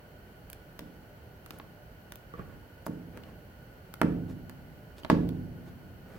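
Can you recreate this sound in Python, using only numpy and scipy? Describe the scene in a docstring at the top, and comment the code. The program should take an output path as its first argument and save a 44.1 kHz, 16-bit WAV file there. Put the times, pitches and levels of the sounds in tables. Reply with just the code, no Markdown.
"""A vinyl stripe snaps as fingers work its end on fabric stretched over a frame, in a quiet workshop.
Each snap is a tick of the stiff edge, a slap of the hand-damped fabric and a twang of the loose flap.
Four times the adhesive lets go and the whole panel booms like a drum skin.
Fingertips rub and a knuckle bumps the frame between snaps, over a steady fan-like hum."""
import sys
import numpy as np
from scipy import signal
from scipy.fft import rfft, irfft
from scipy.io import wavfile

SR = 44100
rng = np.random.default_rng(int(sys.argv[2]) if len(sys.argv) > 2 else 0)


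def pcm_store(signal):
    """Save signal as 16-bit PCM."""
    levels = np.round(np.clip(np.atleast_2d(signal), -1, 1) * 32767)
    wavfile.write(sys.argv[1], SR, levels.astype(np.int16).T)


N = 272538

# vinyl snaps: (time [s], tick [dB], tick treble [dB], slap [dB], flap pitch [Hz], flap [dB])
SNAPS = [(0.5005, -20.5, 3, -38, 2220, -59), (0.531, -18.5, -3, -53, 1540, -40),
         (0.7923, -16.5, -7, -36, 570, -32), (1.4616, -23.5, -6, -43, 1260, -39),
         (1.5070, -17, -10.5, -33, 1330, -33.5), (1.5868, -25.5, 26, -54, 1260, -57),
         (1.5991, -25.5, -30, -28.5, 986, -32.5), (2.1215, -15.5, -8, -39.5, 1370, -37),
         (2.1572, -22.5, 5, -46, 616, -52), (2.8658, -16.5, 18, -18, 580, -30),
         (3.1735, -24.5, -8, -29.5, 1365, -36), (3.2360, -31, -14, -47, 2870, -42),
         (3.9396, -17, -7.5, -58, 1370, -32), (4.0154, -10, -2, -4.5, 1307, -9.5),
         (4.496, -23, -0.5, -33.5, 1660, -38.5), (5.0338, -38, -2, -36, 3040, -37),
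         (5.0479, -10, -34, -20.5, 584, -27.5), (5.0999, -8, -11, -0.5, 942, -10),
         (5.2908, -22.5, -7, -38, 1540, -49)]
def snaps(tick_pan_db=-0.5, slap_pan_db=-3):
    """Each snap drives edge, fabric and flap; returns the ticks apart from the other two."""
    t = np.arange(SR // 8) / SR
    ticks, slaps = np.zeros((2, 2, N))
    fabric = slap(t)
    for time_s, tick_db, treble_db, slap_db, flap_hz, flap_db in SNAPS:
        add(ticks, time_s, amp(tick_db) * tick(t, slap_db, treble_db) * pan(tick_pan_db))
        body = amp(slap_db) * fabric + amp(flap_db) * flap(t, flap_hz)
        add(slaps, time_s, body * pan(slap_pan_db))
    return ticks, slaps


# vinyl edge spectrum: (frequency [Hz], relative level [dB])
TICK_SPECTRUM = [(300, 11.5), (1500, -4.5), (2600, 2.5), (4500, 0), (6500, -5), (9000, -0.5), (11500, 3),
                 (13500, 5.5), (16500, -1.5)]
def tick(t, slap_db, treble_db, crackle_gain=0.79, crackle_s=0.0011):
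    """The vinyl edge flicks: one bright click and a millisecond of crackle."""
    click = stereo_noise(len(t), 0) * crackle_gain * np.exp(-t / crackle_s)
    click[0, 2] = click[1, 0] = 1
    click /= np.sqrt(np.sum(click ** 2) / 2)
    # a big release takes longer, which rounds off the click
    rolloff = [(11000, 0), (15000, np.interp(slap_db, [-35, -10], [0, -9]))]
    shelf = [(3500, 0), (12000, treble_db)]
    return colour(click, [(hz, db + lookup(rolloff, hz) + lookup(shelf, hz)) for hz, db in TICK_SPECTRUM])


# modes of the fabric under the fingers: (frequency [Hz], relative level [dB], t60 [s])
PATCH_MODES = [(240, -16, .03), (610, -13, .02), (885, -13, .035), (1080, -18, .03), (1250, -20, .03),
               (1540, -20, .025), (1890, -23, .02), (2200, -26, .014)]
def slap(t, pulse_s=0.00036, pulse_rise_s=0.00028, pulse_gain=6, patch_rise_s=0.00056):
    """The released fabric jumps: a rounded pressure pulse, then the patch rings."""
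    pulse = pulse_gain * (1 - t / pulse_s / 3) * np.exp(-t / pulse_s) * rise(t, pulse_rise_s) ** 3
    patch = ring(PATCH_MODES, t, lead_s=0.0002) * rise(t, patch_rise_s) ** 2
    return -(pulse + patch * pan(0.6))


def flap(t, hz, overtone_ratio=1.52, overtone_db=-9, t60_s=0.014, rise_s=0.00045):
    """The loose vinyl end twangs; its free length sets the pitch."""
    modes = [(hz, 0, t60_s), (hz * overtone_ratio, overtone_db, t60_s)]
    return -ring(modes, t, lead_s=0.000095) * rise(t, rise_s) ** 2 * pan(1)


# adhesive releases: (time [s], boom [dB], tear [dB], tear build [s], tear fade [s], tear treble [dB])
RELEASES = [(0.7919, -47.5, -34.5, 0.00019, 0.00097, 9), (2.8653, -36.5, -49, .004, .005, 28),
            (4.0153, -24.5, -29, 0.00039, 0.003, -1), (5.0998, -21.5, -33, 0.00037, 0.02, -0.5)]
# tearing adhesive spectrum: (frequency [Hz], relative level [dB])
PEEL_SPECTRUM = [(300, -5.5), (950, -2), (1500, 6.5), (2400, 0), (4500, -5.5), (6000, -10.5), (9000, -22.5)]
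def peel():
    """Adhesive threads break in a crackle that builds to each release and quickly fades."""
    t = np.arange(-SR // 50, SR // 8) / SR
    out = np.zeros((2, N))
    for time_s, _, tear_db, build_s, fade_s, treble_db in RELEASES:
        threads = unit(grains(len(t), correlation=0.2, spread_db=5))
        envelope = np.exp(-abs(t) / np.where(t < 0, build_s, fade_s))
        shelf = [(1500, 0), (8000, treble_db)]
        spectrum = [(hz, db + lookup(shelf, hz)) for hz, db in PEEL_SPECTRUM]
        add(out, time_s + t[0], amp(tear_db) * colour(threads * envelope, spectrum))
    return out * pan(-2)


def booms(panel, early_db=4, settle_s=0.042):
    """Each release rings the whole panel; the first wide swings lose energy fastest."""
    t = np.arange(panel.shape[1]) / SR
    out = np.zeros((2, N))
    swing = panel * amp(early_db * np.exp(-t / settle_s))
    for time_s, boom_db, *_ in RELEASES:
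        add(out, time_s, amp(boom_db) * swing)
    return out


# strong panel modes: (frequency [Hz], level before step_gain [dB], t60 [s])
PANEL_MODES = [(45, -19, 1.91), (68, -23, 1.51), (92, -16, 1.86), (106, -19, 1.8), (117, -18, 1.57),
               (142, -12, 1.64), (155, -17, 1.17), (173, -3, 1.01), (188, -16, 1.07), (201, -14, 1.09),
               (221, -1, 0.34), (241, -17, 1.32), (252, -11, 1.32), (264, -17, 1.07), (280, -8, 0.7),
               (301, -5, 0.64), (316, -18, 1.1), (329, -19, 1.03), (342, -22, 1.21), (358, -20, 1.05),
               (393, -20, 0.6), (425, -18, 0.79), (454, -20, 0.8), (470, -14, 0.54), (531, -17, 0.43),
               (556, -24, 0.5), (594, -23, 0.52), (622, -23, 0.45)]
# spectrum of the dense weak modes: (frequency [Hz], relative level [dB])
DENSE_SPECTRUM = [(25, -24.5), (50, -14), (100, -12), (180, -13), (320, -21), (450, -17.5), (750, -23.5),
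                  (1500, -65)]
# their decay: (frequency [Hz], t60 [s])
DENSE_T60 = [(50, 1.5), (120, 3.86), (250, 4.1), (450, 1.2), (900, 1.5)]
def panel_response(t, dense_db=-17, rise_s=0.02, bloom_s=0.008):
    """Neighbouring modes swing in opposite senses; weaker ones fill in as the wave crosses the panel."""
    strong = ring(PANEL_MODES, t, lead_s=0.00037, step_gain=-1.0228) * rise(t, rise_s) * pan(-3)
    noise = colour(stereo_noise(len(t), 0.6), DENSE_SPECTRUM)
    dense = decay(noise, DENSE_T60) * rise(t, bloom_s)
    return strong + amp(dense_db) * dense


# fingertip strokes: (time [s], length [s], rub [dB], rasp [dB])
STROKES = [(1.472, 0.14, -53.5, -64.5), (2.35, 0.095, -48.5, -80), (2.432, 0.14, -55.5, -77),
           (3.119, 0.091, -50, -72), (3.199, 0.15, -54, -73), (4.272, 0.067, -51, -63),
           (4.961, 0.055, -52, -57), (5.02, 0.034, -62, -65), (5.65, 0.052, -52.5, -64.5),
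           (6.041, 0.23, -53, -67.5)]
# low rub and dry rasp spectra: (frequency [Hz], relative level [dB])
RUB_SPECTRUM = [(40, 0.5), (150, 4.5), (500, 3), (900, -7), (1300, -5.5), (2500, -13.5), (6000, -41.5)]
RASP_SPECTRUM = [(300, -12), (1500, 12.5), (3000, 10.5), (6000, 2), (11000, -4), (16000, -4)]
def rubs():
    """Fingertips drag over the weave in tiny uneven slips."""
    out = np.zeros((2, N))
    for time_s, length_s, rub_db, rasp_db in STROKES:
        slips = grains(SR // 2, correlation=0.91, spread_db=5.5)
        rub = amp(rub_db) * unit(colour(slips, RUB_SPECTRUM))
        rasp = amp(rasp_db) * unit(colour(slips, RASP_SPECTRUM))
        envelope = np.sin(np.linspace(0, np.pi, int(length_s * SR)))
        add(out, time_s, (rub + rasp)[:, :len(envelope)] * envelope)
    return out * pan(-1.4)


# knuckle bumps: (time [s], thud [dB], ring [dB])
BUMPS = [(2.3381, -42, -33.5), (2.3505, -43, -42), (2.38, -43, -63), (2.394, -29.5, -34)]
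# frame modes: (frequency [Hz], relative level [dB], t60 [s])
FRAME_MODES = [(450, -4, .05), (1170, -2, .04), (1290, -6, .04), (1900, -14, .04)]
def bumps(thud_hz=145, thud_s=0.0033, rise_s=0.00083):
    """A knuckle meets the frame while the hand damps the fabric."""
    t = np.arange(SR // 5) / SR
    out = np.zeros((2, N))
    thud = np.sin(2 * np.pi * thud_hz * t) * t / thud_s * np.exp(1 - t / thud_s)
    hollow = ring(FRAME_MODES, t, lead_s=0.00027) * rise(t, rise_s)
    for time_s, thud_db, ring_db in BUMPS:
        add(out, time_s, amp(thud_db) * thud + amp(ring_db) * hollow)
    return out * pan(-3.1)


# rumble and hiss: (frequency [Hz], relative level [dB])
HUM_SPECTRUM = [(22, -14), (42, -0.5), (95, 0.5), (170, -2.5), (260, -9.5), (550, -10.5), (800, -14.5),
                (1100, -22.5), (1900, -22), (3600, -37.5), (6500, -39), (9000, -40), (12000, -33.5),
                (15500, -30)]
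# fan resonances: (frequency [Hz], width [Hz], lift [dB])
FAN_PEAKS = [(594, 3.9, 11.5), (1469, 118, 13), (2997, 470, 10.5), (4386, 730, 9.5), (5740, 250, 6)]
# hum width: (frequency [Hz], left-right correlation [-])
HUM_CORRELATION = [(60, 1), (130, 0.9), (290, 0.98), (640, 0.56), (1410, -0.019), (3100, 0.069),
                   (6820, -0.12), (15000, -0.12)]
# hum balance: (frequency [Hz], left minus right [dB])
HUM_PAN = [(60, -2.5), (130, -1.5), (290, -1.5), (640, -1.5), (1410, -3), (3100, 0), (6820, 2.0),
           (15000, 3)]
def workshop_hum(rms_db=-51, cutoff_hz=15900):
    """Steady rumble and hiss with the narrow whine of a fan."""
    hz = np.fft.rfftfreq(N, 1 / SR)
    left, spare = rfft(rng.standard_normal((2, N)))
    correlation, pan_db = lookup(HUM_CORRELATION, hz), lookup(HUM_PAN, hz)
    right = correlation * left + np.sqrt(1 - correlation ** 2) * spare
    noise = np.array([left * amp(pan_db / 2), right * amp(-pan_db / 2)])
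    whine_db = sum(db / (1 + (2 * (hz - peak_hz) / width_hz) ** 2) for peak_hz, width_hz, db in FAN_PEAKS)
    gain = amp(lookup(HUM_SPECTRUM, hz) + whine_db) * (hz < cutoff_hz)
    return amp(rms_db) * unit(irfft(noise * gain, N))


# room decay: (frequency [Hz], t60 [s])
ROOM_T60 = [(200, 0.91), (1000, 0.34), (3000, 0.46), (8000, 0.51), (16000, 0.22)]
# near reflections: (delay [s], gain [-])
ECHOES = [(.0032, 0.18), (.0062, 0.17), (0.0153, 0.14), (0.0161, 0.12), (.0302, 0.033)]
def room(x, tail_db=-11, build_s=0.00055, treble_db=-4):
    """Near reflections and a short diffuse tail with reduced treble."""
    t = np.arange(SR) / SR
    diffuse = colour(stereo_noise(SR, 0.18), [(4000, 0), (12000, treble_db)])
    response = decay(diffuse, ROOM_T60) * rise(t, build_s)
    response *= amp(tail_db) / np.linalg.norm(response[0])
    for delay_s, gain in ECHOES:
        response[[0, 1], round(delay_s * SR) + rng.integers(0, 20, 2)] += gain
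    return signal.fftconvolve(x, response, axes=1)[:, :N]


def amp(db):
    """Decibels to gain."""
    return 10 ** (np.asarray(db) / 20)


def unit(x):
    """Scale to rms 1."""
    return x / np.sqrt(np.mean(x ** 2) + 1e-20)


def lookup(points, hz):
    """Interpolate over log frequency."""
    points_hz, values = np.transpose(points)
    return np.interp(np.log(hz + 1), np.log(points_hz + 1), values)


def add(mix, time_s, sound):
    """Mix in a stereo sound at time_s."""
    part = mix[:, round(time_s * SR):][:, :sound.shape[-1]]
    part += sound[..., :part.shape[1]]


def pan(db):
    """Stereo gains for a left-minus-right level."""
    return amp(np.array([[db], [-db]]) / 2)


def rise(t, tau_s):
    """Exponential attack from 0 to 1."""
    return 1 - np.exp(-t / tau_s)


def stereo_noise(size, correlation):
    """White noise with a given left-right correlation."""
    left, spare = rng.standard_normal((2, size))
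    return np.array([left, correlation * left + np.sqrt(1 - correlation ** 2) * spare])


def grains(size, correlation, spread_db):
    """Gritty noise: a random boost on every sample."""
    return stereo_noise(size, correlation) * amp(spread_db * np.minimum(rng.exponential(1, size), 5))


def colour(x, spectrum):
    """Minimum-phase filter of unit energy."""
    hz = abs(np.fft.fftfreq(4096, 1 / SR))
    log_gain = np.log(amp(lookup(spectrum, hz)))
    taps = np.fft.ifft(np.exp(np.conj(signal.hilbert(log_gain)))).real[:2048]
    return signal.fftconvolve(x, taps[None] / np.linalg.norm(taps), axes=1)[:, :x.shape[1]]


def decay(x, t60_curve):
    """Fade each band at its own rate."""
    hz, t, bands = signal.stft(x, SR, nperseg=512)
    fade = amp(-60 * t / lookup(t60_curve, hz)[:, None])
    return signal.istft(bands * fade, SR)[1][:, :x.shape[1]]


def ring(modes, t, lead_s, step_gain=1):
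    """Damped modes, the k-th scaled by step_gain ** k; the right channel leads by lead_s."""
    t = np.maximum(t - np.array([[lead_s], [0]]), 0)
    return (t > 0) * sum(step_gain ** k * amp(db - 60 * t / t60_s) * np.cos(2 * np.pi * hz * t)
                         for k, (hz, db, t60_s) in enumerate(modes))


def scene(sway_db=-17, tick_send_db=-4):
    """Vinyl, fabric and hands close by, the workshop around them."""
    panel = panel_response(np.arange(2 * SR) / SR)
    strokes = rubs()
    # rubbing stirs the panel too
    sway = signal.fftconvolve(strokes, panel / np.linalg.norm(panel[1]), axes=1)[:, :N]
    ticks, slaps = snaps()
    near = slaps + peel() + bumps() + strokes
    reverb = room(near + amp(tick_send_db) * ticks)  # ticks face the microphone and stay drier
    return ticks + near + reverb + booms(panel) + amp(sway_db) * sway + workshop_hum()


def record(dry, low_cut_hz=30, high_cut_hz=16400):
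    """Microphone low cut and band limit."""
    highpass = signal.butter(2, low_cut_hz, "highpass", fs=SR, output="sos")
    lowpass = signal.firwin(401, high_cut_hz, window=("kaiser", 9), fs=SR)
    return signal.oaconvolve(signal.sosfilt(highpass, dry), lowpass[None], "same")


dry = scene()
out = record(dry)
pcm_store(out)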